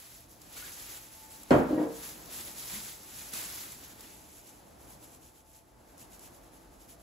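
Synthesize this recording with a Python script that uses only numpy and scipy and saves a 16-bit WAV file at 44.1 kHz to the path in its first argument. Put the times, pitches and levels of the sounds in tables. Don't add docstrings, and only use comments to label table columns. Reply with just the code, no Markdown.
import sys
import numpy as np
from scipy import signal
from scipy.fft import rfft, irfft, next_fast_len
from scipy.io import wavfile
from scipy.ndimage import uniform_filter1d, map_coordinates

SR = 44100
rng = np.random.default_rng(int(sys.argv[2]) if len(sys.argv) > 2 else 0)


def store_wav(level_fs):
    pcm = np.round(np.clip(np.atleast_2d(level_fs), -1, 1) * 32767)
    wavfile.write(sys.argv[1], SR, pcm.T.astype(np.int16))


def attenuation_scalar(level_db):
    decades = np.asarray(level_db, float) / 20
    return 10 ** decades


N = 309863

# start in seconds, blow level in dB, hardness in Hz, ring of the bottle in dB.
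LANDING = [
    (1.507, -9.5, 4000, -16),
    (1.5118, -6, 933, 2.5),
    (1.532, -22.5, 896, 12.5),
]
# start in seconds, blow level in dB, hardness in Hz, ring of the bottle in dB.
ROCKING = [
    (1.706, -28.5, 500, 11.5),
    (1.729, -31, 450, 13.5),
    (1.7422, -33.5, 450, 12.5),
    (1.777, -27, 1500, 8),
    (1.8001, -32.5, 695, 8),
    (1.8133, -30, 608, 14),
    (1.838, -32, 700, 8),
]
# pitch in Hz, level in dB, time to fall 60 dB in seconds.
SLAB = [(72, -40, .5), (138, -22.5, 0.5), (225.1, -11.5, 0.44), (266, -5.5, 0.31), (297.2, 1.5, 0.12),
        (366, -22, 0.23), (462, -17, 0.35), (529, -5, 0.1), (602, -12.5, 0.51), (684, -16, 0.32),
        (950, -9, 0.13), (1366, -8, 0.2), (1640, -28, 0.16), (1660, -19, 0.14), (1890, -12, 0.064),
        (2080, -37, .2), (2610, -37, .15)]
# pitch in Hz, level in dB, time to fall 60 dB in seconds.
STANDING = [(187.5, -21, 0.35), (271.2, -8, 0.29), (305.7, 4.5, 0.12), (458, -7.5, 0.45),
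            (514.5, -7.5, 0.34), (687.66, -34, 0.64), (936, -9.5, 0.15), (1410, -34, 0.16),
            (1655, -17.5, 0.33), (1886.7, -10.5, 0.16)]
# pitch in Hz, level in dB, time to fall 60 dB in seconds.
GLASS = [(2300, -54, 0.16), (2860, -45, 0.13), (3180, -44, 0.26), (4300, -40.5, 0.071), (5190, -36, 0.018),
         (6630, -53, .2), (7329, -51.5, 0.18), (8270, -41.5, 0.13)]
# frequency in Hz, level in dB per Hz.
THUD = [(24, -39), (40, -31), (304, -8.5), (343, -10), (622, -12), (3230, -36.5), (3820, -43), (7630, -42),
        (9230, -65), (9910, -52), (12000, -39), (15600, -81), (22000, -120)]
# time of full strength in seconds, level in dB,
# rise in dB per second, hold in seconds, level of the dull body relative to the hiss in dB.
GESTURES = [(0.0, -54.5, 200, 0.11, -7.5), (0.156, -55, 330, .025, -10), (0.304, -57.5, 450, .005, -17),
            (0.417, -61.5, 650, 0.083, -7.5), (0.578, -49.5, 153, 0.087, -5.5),
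            (0.736, -49.5, 69, 0.14, -7.5), (0.902, -50, 83, 0.072, -6), (1.036, -56.5, 100, .04, -8.5),
            (1.13, -55.5, 280, 0.11, -9), (1.314, -54, 330, 0.11, -9), (1.55, -52, 143.5, .01, -1),
            (1.706, -61, 101.5, 0.13, 1.5), (2.067, -44.5, 77, .005, -7.5), (2.193, -58, 100, 0.071, -9),
            (2.343, -44.5, 166, 0.16, -8.5), (2.588, -45.5, 280, 0.077, -11),
            (2.745, -42, 108, 0.017, -7.5), (2.856, -47, 100, 0.039, -7.5), (2.98, -59, 100, .06, -9),
            (3.155, -48, 76, 0.14, -8.5), (3.338, -42, 500, 0.31, -7), (3.736, -50.5, 200, .01, -11),
            (3.81, -55.5, 200, .1, -6.5), (4.016, -56.5, 150, 0.077, -4.5)]
SAG_DB_PER_S, RELEASE_DB_PER_S = 17, 123
STILL_DB, STILL_UNTIL_S = -74, 4.6
# frequency in Hz, level in dB per Hz.
HISS = [(1500, -40), (3500, -8), (5000, -4.5), (7000, -1.5), (9000, -1.5), (12000, 0), (14000, -0.5),
        (15800, -14)]
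# frequency in Hz, level in dB per Hz.
BODY = [(150, -3), (500, -5), (1200, -2), (2500, -2), (4000, -4), (7000, -12)]
# time of the peak in seconds, level in dB.
TOSSES = [(4.132, -51.5), (4.21, -54), (4.285, -54.5), (4.37, -51.5), (4.478, -52), (4.574, -58.5),
          (4.683, -61.5), (4.824, -56), (4.912, -52.5), (5.038, -53), (5.124, -54), (5.249, -54),
          (5.368, -57), (5.493, -59), (5.563, -55), (5.684, -68), (5.808, -68.5), (5.903, -60.5),
          (6.012, -51), (6.138, -52.5), (6.242, -49.5), (6.349, -56), (6.448, -60), (6.551, -56.5),
          (6.628, -62.5), (6.74, -61.5), (6.82, -56), (6.908, -53), (7.014, -60.5)]
SWELL_S, FALL_S = 0.034, 0.05
SHORTENS_PER_S = 0.1792
# frequency in Hz, level in dB per Hz.
CRYSTALS = [(1200, -21), (2500, -6.5), (4500, -8), (7000, -2.5), (9000, -1.5), (11500, -2), (14000, -1.5),
            (15800, -20)]
# start in seconds, peak level in dB.
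CRACKLES = [(0.2937, -52), (0.3167, -48), (0.417, -35.5), (0.5664, -35), (0.7414, -43), (1.2974, -52.5),
            (1.3285, -44.5), (1.4334, -33), (2.2585, -35), (2.2987, -58), (3.032, -39), (3.1004, -46),
            (3.336, -23), (3.72, -30), (3.7389, -50), (3.847, -36), (3.8831, -45), (3.9943, -39),
            (4.0074, -33), (5.5368, -49), (5.9795, -40), (6.194, -37)]
# start in seconds, level in dB, pitch in Hz, time to fall 60 dB in seconds.
KNOCKS = [(0.566, -43, 1410, 0.036), (.568, -46, 2300, .05), (.568, -47, 4360, 0.071),
          (.622, -45.5, 1437, 0.0659), (.638, -47, 1640, .06), (2.73, -44.5, 195, 0.22),
          (2.77, -51, 205.8, 0.14), (2.75, -53.5, 2150, 0.23), (3.331, -52, 207, 0.13),
          (3.345, -46, 2500, .08), (4.022, -58, 251, 0.12)]
# frequency in Hz, level in dB per Hz.
AIR = [(15, -46), (25, -10.5), (55, -2), (91, -10.5), (110, -8.5), (248, -9), (307, -5), (392, -11.5),
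       (691, -10), (2890, -29), (8730, -29), (11400, -27.5), (15800, -39)]
# pitch in Hz, width in Hz, level in dB.
HUM = [
    (48.2, 16, -68),
    (79, 8.3, -72.5),
    (120.6, 16, -70.5),
    (303, 30, -84.5),
    (674, 15, -77.5),
]
# time of the peak in seconds, level in dB, width in seconds.
WHINES = [
    (1.32, -66, 0.318),
    (3.1, -71, 0.83),
    (3.9, -69, 0.38),
    (4.9, -75, 0.11),
    (6.1, -70, .5),
]
WHINE_REST_DB = -79
# frequency in Hz, likeness from -1 to 1.
ALIKE = [(30, .98), (130, 0.72), (290, 0.83), (640, 0.058), (1400, 0.1464), (3300, 0.64), (5200, 0.37),
         (6800, 0.72)]
# frequency in Hz, time to fall 60 dB in seconds.
WALLS = [(60, 0.67), (300, 0.43), (1500, 0.58), (5000, 0.3), (12000, 0.16)]


def bottle():
    time = np.arange(N) / SR
    t = np.clip(time - 1.52, 0, None)
    swell = t / 0.039 * np.exp(1 - t / 0.032)
    boom = swell * (attenuation_scalar(-36.5) * np.sin(2 * np.pi * 62 * t) + attenuation_scalar(-30) * np.sin(2 * np.pi * 136 * t))
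    t = np.clip(time - LANDING[0][0], 0, None)
    clink = np.zeros(N)
    for hz, db, t60 in GLASS:
        clink += attenuation_scalar(db + 2.5 * wobble(150) - 60 * t / t60) * np.sin(2 * np.pi * hz * t)
    landing = strikes(LANDING, SLAB, thud_db=17.0)
    rocking = strikes(ROCKING, STANDING, thud_db=20.0)
    return landing + rocking + boom + clink


def strikes(contacts, modes, thud_db):
    out = np.zeros((2, N + SR))
    t = np.arange(SR // 2) / SR
    for s, db, hard_hz, ring_db in contacts:
        ring = np.zeros(len(t))
        for hz, level, t60 in modes:
            fading = attenuation_scalar(level + rng.normal(0, 1.6) - 60 * t / t60)
            ring += fading / (1 + (hz / hard_hz) ** 2) * np.sin(2 * np.pi * hz * t)
        ring *= attenuation_scalar(ring_db - 6.5) * (1 - np.exp(-t / 0.0013))
        thud = thud_pulse(hard_hz)
        echo = signal.fftconvolve(thud[None], tail(), axes=1)[:, :len(t)]
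        far = signal.fftconvolve(ring[None], tail(), axes=1)[:, :len(t)]
        start = round(s * SR)
        out[:, start:start + len(t)] += attenuation_scalar(db) * (ring + attenuation_scalar(-11.5) * far + attenuation_scalar(thud_db) * echo)
    return out[:, :N]


def thud_pulse(hard_hz):
    hz = np.fft.rfftfreq(2048, 1 / SR)
    colour = attenuation_scalar(along(THUD, hz)) / (1 + (hz / hard_hz) ** 2) ** 0.5
    cepstrum = irfft(np.log(colour + 1e-6))
    fold = np.r_[1, 2 * np.ones(1023), 1, np.zeros(1023)]
    thud = irfft(np.exp(rfft(cepstrum * fold)))
    return thud / np.linalg.norm(thud)


def rustle():
    t = np.arange(0, N / SR, 0.001)
    s, db, rise_db_per_s, hold_s, body_db = np.transpose(GESTURES)[:, :, None]
    after = np.clip(t - s, 0, None)
    held = np.minimum(after, hold_s)
    rise_db = rise_db_per_s * np.clip(s - t, 0, None)
    level_db = db - rise_db - SAG_DB_PER_S * held - RELEASE_DB_PER_S * (after - held)
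    still = attenuation_scalar(2 * (STILL_DB - RELEASE_DB_PER_S * np.clip(t - STILL_UNTIL_S, 0, None)))

    def strength(movement_db):
        power = still + attenuation_scalar(2 * movement_db).sum(axis=0)
        return np.interp(np.arange(N) / SR, t, np.sqrt(power))

    flutter = attenuation_scalar(1.04 * wobble(29.9))
    fine = attenuation_scalar(3) * strength(level_db) * grit(HISS, spiky_db=2.5, patchy_db=1.5)
    dull = attenuation_scalar(5) * strength(level_db + body_db) * grit(BODY, spiky_db=2.0, patchy_db=1.0)
    return flutter * (fine + dull)


def salt():
    t = np.arange(0, N / SR, 0.001)
    s, db = np.transpose(TOSSES)[:, :, None]
    crisper = np.exp(SHORTENS_PER_S * (s - s[0]))
    u = (t - s) / np.where(t < s, SWELL_S, FALL_S) * crisper
    power = (attenuation_scalar(2 * db) * np.exp(-u ** 2)).sum(axis=0)
    swells = np.interp(np.arange(N) / SR, t, np.sqrt(power))
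    return swells * attenuation_scalar(-2.0 + wobble(48)) * grit(CRYSTALS, spiky_db=3.0, patchy_db=1.0)


def crackles():
    t = np.arange(SR // 20) / SR
    shape = np.zeros(N + SR)
    fall = attenuation_scalar(-60 * t / 0.022)
    for s, db in CRACKLES:
        start = round(s * SR)
        shape[start:start + len(t)] += attenuation_scalar(db - 9.5) * fall
    return shape[:N] * spread(rng.standard_normal((2, N)), HISS)


def knocks():
    out = np.zeros((2, N + SR))
    t = np.arange(SR // 3) / SR
    for s, db, hz, t60 in KNOCKS:
        ring = attenuation_scalar(db - 60 * t / t60) * (1 - np.exp(-t / 0.0018)) * np.sin(2 * np.pi * hz * t)
        wet = signal.fftconvolve(ring[None], tail(), axes=1)[:, :len(t)]
        start = round(s * SR)
        out[:, start:start + len(t)] += 0.63 * wet + ring
    return out[:, :N]


def kitchen():
    air = attenuation_scalar(-57.5 + 2.1 * wobble(2.688)) * spread(rng.standard_normal((2, N)), AIR)
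    t = np.arange(N) / SR
    whine = attenuation_scalar(2 * WHINE_REST_DB) * np.ones(N)
    for s, db, width_s in WHINES:
        whine += attenuation_scalar(2 * db) * np.exp(-((t - s) / width_s) ** 2)
    whine_db = 10 * np.log10(whine)
    for hz, width, db in HUM + [(871, 20, whine_db)]:
        noise = rng.standard_normal((2, N))
        line = filtered(noise, lambda f: 1 / (1 + ((f - hz) / width * 2) ** 2))
        stereo = unit(line[0] + 0.2951 * line[1] * [[1], [-1]])
        air += attenuation_scalar(db + 2.9 * wobble(1.695)) * stereo
    return air


def tail():
    hz, t, z = signal.stft(rng.standard_normal((2, SR // 2)), SR, nperseg=256)
    fading = attenuation_scalar(-60 * t / along(WALLS, hz)[:, None])
    mid, side = signal.istft(z * fading, SR, nperseg=256)[1]
    side = signal.lfilter(*signal.butter(1, 700, "high", fs=SR), side)
    return np.array([mid + side, mid - side]) / np.linalg.norm(mid)


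def grit(spectrum, spiky_db, patchy_db):
    size_db = spiky_db * np.minimum(rng.exponential(size=N), 4.5)
    ticks = rng.standard_normal((2, N)) * attenuation_scalar(size_db)
    z = signal.stft(ticks, nperseg=256)[2]
    field = uniform_filter1d(rng.standard_normal(z.shape[1:]), 12, 0)
    field = uniform_filter1d(field, 4, 1)
    patchy = signal.istft(z * attenuation_scalar(patchy_db * unit(field)), nperseg=256)[1]
    return spread(patchy[:, :N], spectrum)


def spread(pair, spectrum):
    def response(hz):
        angle = np.arccos(np.clip(along(ALIKE, hz), -1, 1)) / 2
        angle = angle * np.clip(1 - (hz - 7000) / 1000, 0, 1)
        return attenuation_scalar(along(spectrum, hz)) * [np.cos(angle), np.sin(angle)]

    mid, side = filtered(pair, response)
    return unit(np.array([mid + side, mid - side]))


def filtered(x, response):
    m = next_fast_len(N + SR // 2)
    return irfft(rfft(x, m) * response(np.fft.rfftfreq(m, 1 / SR)), m)[..., :N]


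def wobble(rate):
    knots = rng.standard_normal(int(N * rate / SR) + 4)
    return map_coordinates(knots, [np.arange(N) * rate / SR])


def along(points, hz):
    f, v = np.transpose(points)
    return np.interp(np.log(hz + 1), np.log(f + 1), v)


def unit(x):
    return x / np.sqrt(np.mean(x ** 2) + 1e-20)


def scene():
    return bottle() + rustle() + salt() + crackles() + knocks() + kitchen()


def low_pass(x):
    return signal.sosfilt(signal.butter(12, 16450, fs=SR, output="sos"), x)


def record(dry):
    def response(hz):
        turn = 2 * np.pi * np.clip(hz - 6850, 0, None) / 4300
        lag = turn - 0.077 * np.sin(2 * turn)
        band = (hz < 15750) / (1 + (38 / (hz + 1)) ** 6)
        return np.exp(0.5j * lag * np.array([[-1], [1]])) * band

    x = filtered(dry, response)
    mix = x / (1 + np.abs(x / 0.53) ** 4) ** 0.27
    return low_pass(mix)


dry = scene()
out = record(dry)
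store_wav(out)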